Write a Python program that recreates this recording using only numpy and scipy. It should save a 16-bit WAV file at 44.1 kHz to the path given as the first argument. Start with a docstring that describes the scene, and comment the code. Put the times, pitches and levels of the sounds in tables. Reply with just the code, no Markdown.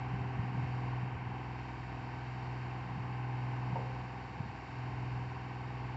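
"""On open ground, some way off, a six-cylinder diesel road roller works at a nearly steady speed.
Its firing note, a sine at six pulses a cycle, swells and fades over a drone of the other cycle partials.
Filtered noise gives block knock and rattle in step with the cylinders, and fan hiss.
A metal clank of three blows rings in decaying modes with a noise crash.
Light wind rumbles as filtered noise and thumps as short swings, over a faint noise bed of open land."""
import sys
import numpy as np
from scipy import signal
from scipy.fft import rfft, irfft, next_fast_len
from scipy.io import wavfile
from scipy.ndimage import uniform_filter1d

SR = 44100
rng = np.random.default_rng(int(sys.argv[2]) if len(sys.argv) > 2 else 0)


def store_wav(level_fs):
    """Save 16-bit WAV to argv[1]."""
    pcm = np.round(np.clip(np.atleast_2d(level_fs), -1, 1) * 32767)
    wavfile.write(sys.argv[1], SR, pcm.T.astype(np.int16))


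N = 262836
T = np.arange(N) / SR  # time in seconds
CYLINDERS = 6


def undb(db):
    """Level law: decibels to amplitude gain."""
    return 10 ** (np.asarray(db) / 20)


def curve(rows):
    """Linear interpolation: the columns of a table, joined by straight lines in time."""
    seconds, *columns = np.transpose(rows)
    return [np.interp(T, seconds, column) for column in columns]


def unit(x):
    """Normalisation: scale to a standard deviation of 1."""
    return x / np.std(x)


def colour(x, points):
    """Spectral shaping: filter by an outline of (Hz, dB) points, then scale to unit level."""
    hz, db = np.transpose(points)
    size = next_fast_len(N + SR // 10)
    f = np.maximum(np.arange(size // 2 + 1) * SR / size, 1)
    # beyond the end points the gain falls by 12 dB an octave
    outside = np.minimum(f / hz[0], 1) * np.minimum(hz[-1] / f, 1)
    gain = undb(np.interp(np.log(f), np.log(hz), db)) * outside ** 2
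    return unit(irfft(rfft(x, size) * gain, size)[:N])


def walk(rate):
    """Band-limited fluctuation: smooth chance of spread 1, with rate new values a second."""
    knots = rng.standard_normal(1024)
    joined = np.interp(T * rate, np.arange(len(knots)), knots)
    return unit(uniform_filter1d(joined, int(SR / rate / 2)))


# Spectrum of the open ground far around. Each row: frequency in Hz, relative level in dB.
FIELD_SPECTRUM = [(20, -16), (42, -10.5), (62, 3), (200, -4), (450, -9.5), (580, -11), (900, -4),
                  (3000, -15), (8000, -51)]


def field():
    """Diffuse background: distant sound merges into coloured noise of slowly wavering level."""
    return colour(rng.standard_normal(N), FIELD_SPECTRUM) * undb(-59 + walk(2))


# Light breeze on the microphone: middle level and waver.
BREEZE_DB, BREEZE_WAVER_DB = -55, 1
# Short gust around each buffet: level relative to the buffet, Gaussian spread, delay.
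GUST_DB, GUST_S, GUST_LAG_S = -17.5, .045, 0.021
# Colour of the eddies. Each row: frequency in Hz, relative level in dB.
EDDY_SPECTRUM = [(25, -32), (44, -24.5), (62, -3.5), (90, 3), (150, -0.5), (200, -0.5), (280, -21.5),
                 (500, -33.5)]
# Single buffets. Each row: time in seconds, envelope peak in dB, pitch in Hz.
WIND_BUFFETS = [(0.137, -27.5, 137), (.391, -26.5, 110), (.436, -33, 160), (0.553, -32, 165),
                (0.58, -30, 135), (.629, -30, 125), (1.029, -35, 120), (1.159, -32.5, 105),
                (1.227, -37, 170), (2.479, -42, 111), (2.975, -32, 133), (3.728, -29, 140),
                (4.402, -29.5, 142.9), (4.433, -40, 150), (4.459, -36.5, 171)]


def wind(swings):
    """Turbulent pressure: eddies rumble, louder around buffets that push the membrane in and let it swing back."""
    power = undb(BREEZE_DB + BREEZE_WAVER_DB * walk(2.8)) ** 2
    thumps = 0
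    for s, db, hz in WIND_BUFFETS:
        gust = np.exp(-.5 * ((T - s - GUST_LAG_S) / GUST_S) ** 2)
        power = power + undb(db + GUST_DB) ** 2 * gust
        # swings is the Gaussian spread of a buffet, in turns of its pitch
        turn = hz * (T - s) - swings
        envelope = undb(db) * np.exp(-.5 * (turn / swings) ** 2)
        thumps = thumps - envelope * np.sin(2 * np.pi * turn)
    eddies = colour(rng.standard_normal(N), EDDY_SPECTRUM)
    return thumps + eddies * np.sqrt(power) * undb(1.2 * walk(16))


# Strike and rebounds of a steel part. Each row: time in seconds, level in dB.
CLANK_BLOWS = [(3.757, -34.5), (3.79, -45), (3.824, -48)]
# Modes of the steel. Each row: frequency in Hz, relative level in dB, time to fall by 60 dB in seconds.
STEEL_MODES = [(412, -13.5, .2), (460, -13, 0.26), (522, -15, 1), (600, -16, .16), (740, -10, 0.71),
               (810, 0, .06), (897, 2.5, 0.06), (913, 1, .06)]


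def clank(crash_db, crash_s, echo_db, echo_s):
    """Modal decay: each blow rings the steel and throws a dull crash, which trees and walls scatter back."""
    out = np.zeros(N)
    crash_spectrum = [(250, -15.0), (420, -1), (620, -1.5), (900, -3.5), (1050, -6), (1500, -31)]  # Hz, dB
    crash = colour(rng.standard_normal(N), crash_spectrum)
    for s, db in CLANK_BLOWS:
        t = np.maximum(T - s, 0)
        ring = 0
        for hz, mode_db, t60 in STEEL_MODES:
            ring = ring + undb(mode_db - 60 * t / t60) * np.sin(2 * np.pi * (hz * t + rng.random()))
        spray = undb(crash_db) * np.exp(-t / crash_s) + undb(echo_db) * np.exp(-t / echo_s)
        onset = 1 - np.exp(-t / 0.0013)
        out += undb(db) * onset * (ring + spray * crash)
    return out


def strokes(cycle, cylinder_db, decay, scatter_db):
    """Periodic excitation: each cylinder has its own strength and fades with a time constant of decay firing gaps."""
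    count, since = np.divmod(cycle * CYLINDERS, 1)
    count = count.astype(int)
    chance = rng.standard_normal(1024)
    strength_db = np.array(cylinder_db)[count % CYLINDERS] + scatter_db * chance[count]
    gate = undb(strength_db) * np.exp(-since / decay)
    return gate / np.sqrt(np.mean(gate ** 2))


def clatter(cycle, repeat):
    """Partly periodic noise: a grain of which the power share repeat comes back alike on every cycle."""
    size = 1024
    pattern = signal.resample(rng.standard_normal(size), 8 * size)
    alike = unit(np.interp(cycle % 1, np.arange(len(pattern)) / len(pattern), pattern))
    share = np.clip(repeat, 0, 1)
    return np.sqrt(share) * alike + np.sqrt(1 - share) * rng.standard_normal(N)


FAN_DB, FAN_WAVER_DB = -61, 1.02
# Spectrum of the cooling fan. Each row: frequency in Hz, relative level in dB.
FAN_SPECTRUM = [(700, 4), (1300, 3.5), (1600, 10), (2500, 5), (3400, -7.5), (3780, 1), (3980, -4),
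                (4230, 0), (4720, 1.5), (5000, -4.5), (5600, -4.5), (6100, -13.5), (7500, -10.5),
                (8100, -32.5)]


def fan(cycle):
    """Flow noise: the cooling fan hisses, slightly alike from cycle to cycle, at a wavering level."""
    hiss = colour(clatter(cycle, repeat=0.086), FAN_SPECTRUM)
    return hiss * undb(FAN_DB + FAN_WAVER_DB * walk(2.5))


# Level at the start, swell with the exhaust note in dB per dB, and slow fade.
RATTLE_DB, RATTLE_FOLLOWS, RATTLE_FADE_DB_PER_S = -54, .16, 0.34
# Spectrum of injectors and valves. Each row: frequency in Hz, relative level in dB.
RATTLE_SPECTRUM = [(1000, -15.5), (1330, -9.5), (1500, 4), (1800, -0.5), (2150, -1.5), (2430, -3.5),
                   (2600, -2.5), (2790, -3.5), (2930, -12.5), (3060, -9), (3220, -15), (3360, -28)]


def top_end(cycle, swell_db):
    """Impact noise: many small metal contacts of injectors and valves, gated by the firings."""
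    gate = strokes(cycle, [0.56, 0.03, 0.9, -0.92, 0.45, 0.14], decay=2.6, scatter_db=.5)
    rattle = colour(clatter(cycle, repeat=.35) * gate, RATTLE_SPECTRUM)
    return rattle * undb(RATTLE_DB + RATTLE_FOLLOWS * swell_db - RATTLE_FADE_DB_PER_S * T)


KNOCK_DB = -53
# Ring of the block under uneven combustion. Each row: frequency in Hz, relative level in dB.
BLOCK_SPECTRUM = [(200, -10), (330, -7.5), (430, -12.5), (510, -12.5), (580, -21), (680, -7.5), (800, -3),
                  (950, -5), (1100, -7), (1300, -11), (1600, -33)]


def block_knock(cycle):
    """Forced resonance: noise bursts in step with the cylinders take on the ring of the block."""
    gate = strokes(cycle, [2.0, -2.8, 0, -0.9, 0.9, -1.0], decay=4.5, scatter_db=.5)
    return colour(clatter(cycle, repeat=0.084) * gate, BLOCK_SPECTRUM) * undb(KNOCK_DB)


# Partials of the engine cycle (two crank turns); the firing partial is left to the exhaust.
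# Each row: multiple of the cycle rate, relative level in dB.
CYCLE_PARTIALS = [(1, -36.5), (2, -40.5), (3, -14), (4, -17), (5, -16), (6, 0), (7, -21), (8, -28.5),
                  (9, -17), (10, -30.5), (11, -29.5), (12, -16.5), (13, -26.5), (14, -16), (15, -30.5),
                  (16, -20), (17, -24), (18, -25.5), (19, -20.5), (20, -28.5), (21, -33.5), (22, -26.5),
                  (23, -31.5), (24, -25.5), (25, -28.5), (26, -37), (27, -43.5), (28, -34), (29, -35.5),
                  (30, -43), (31, -27), (32, -25), (33, -25), (34, -31), (35, -22.5), (36, -24), (37, -17),
                  (38, -25.5), (39, -17.5), (40, -21), (41, -27), (42, -18.5), (43, -22.5), (44, -20),
                  (45, -20.5), (46, -23.5), (47, -23.5), (48, -24), (49, -23.5), (50, -24), (51, -19),
                  (52, -34.5), (53, -27.5), (54, -22), (55, -34.5), (56, -32)]


def drone(cycle, low_db, high_db, waver_db, flicker_db, spread):
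    """Fourier series: unequal cylinders fill in partials that form one chug a cycle and waver in the moving air."""
    out = 0
    for k, db in CYCLE_PARTIALS:
        if k == CYLINDERS:
            continue
        height = k / len(CYCLE_PARTIALS)
        tilt_db = low_db + (high_db - low_db) * height
        gain = undb(db + tilt_db + waver_db * walk(2.49) + flicker_db * walk(11))
        # bending waves in steel run faster at high pitch, so each chug sweeps downward
        lag = spread * np.sqrt(k)
        # the lows arrive by many paths, and the paths shift as the roller moves
        lag = lag + .3 * (1 - height) * rng.standard_normal() + .09 * walk(1.5)
        out = out + np.sqrt(2) * gain * np.cos(2 * np.pi * (k * cycle - lag))
    return out


def exhaust(cycle, level_db, flutter_db):
    """Low-pass smoothing: six pulses a cycle, rounded to a sine by the silencer."""
    gain = np.sqrt(2) * undb(level_db + flutter_db * walk(14))
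    return gain * np.sin(2 * np.pi * CYLINDERS * cycle)


# Firing rate, and its slow hunting and fast jitter as shares of that rate.
FIRING_HZ = 124.53
HUNT, HUNTS_PER_S, JITTER = .002, 2.5, 0.001997
# Drone and knock: chance in the chug level, swell with the exhaust in dB per dB, slow fade.
CHUG_SCATTER_DB, BLOCK_FOLLOWS, BLOCK_FADE_DB_PER_S = 0.75, 0.18, 0.11
# Firing note of the exhaust. Each row: time in seconds, level in dB.
FIRING_NOTE = [(0.0, -39.5), (0.5, -40.5), (0.6, -37.0), (1.05, -38), (1.1, -41), (1.8, -46.7),
               (2.6, -40.5), (2.85, -43.5), (3.35, -37.5), (3.75, -38.1), (4.25, -49), (4.65, -51.5),
               (4.8, -41), (5.2, -38.5), (5.35, -45.1), (5.95, -41.5)]


def engine():
    """Phase locking: one crank turns the exhaust note, drone, block knock, top-end rattle and fan."""
    firing_hz = FIRING_HZ * (1 + HUNT * walk(HUNTS_PER_S) + JITTER * walk(18))
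    cycle = np.cumsum(firing_hz) / CYLINDERS / SR
    note_db, = curve(FIRING_NOTE)
    swell_db = note_db - note_db.mean()
    body = drone(cycle, low_db=-41.5, high_db=-43.0, waver_db=1.13, flicker_db=1.2, spread=18)
    chugs = body * undb(CHUG_SCATTER_DB * walk(21))
    block_db = BLOCK_FOLLOWS * swell_db - BLOCK_FADE_DB_PER_S * (T - T.mean())
    block = (chugs + block_knock(cycle)) * undb(block_db)
    return exhaust(cycle, note_db, flutter_db=0.2) + block + top_end(cycle, swell_db) + fan(cycle)


def scene():
    """Superposition: the quiet land, the wind and the roller with its clank add up."""
    roller = engine() + clank(crash_db=1, crash_s=0.0063, echo_db=-19.5, echo_s=0.11)
    return (field() + wind(swings=0.44) + roller)[None]


def record(dry):
    """Band limiting: the microphone sheds the bass below 40 Hz and the top is cut above 8 kHz."""
    thin = signal.sosfilt(signal.butter(3, 40, "high", fs=SR, output="sos"), dry)
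    return signal.sosfilt(signal.ellip(8, .2, 70, 8000, fs=SR, output="sos"), thin)


dry = scene()
out = record(dry)
store_wav(out)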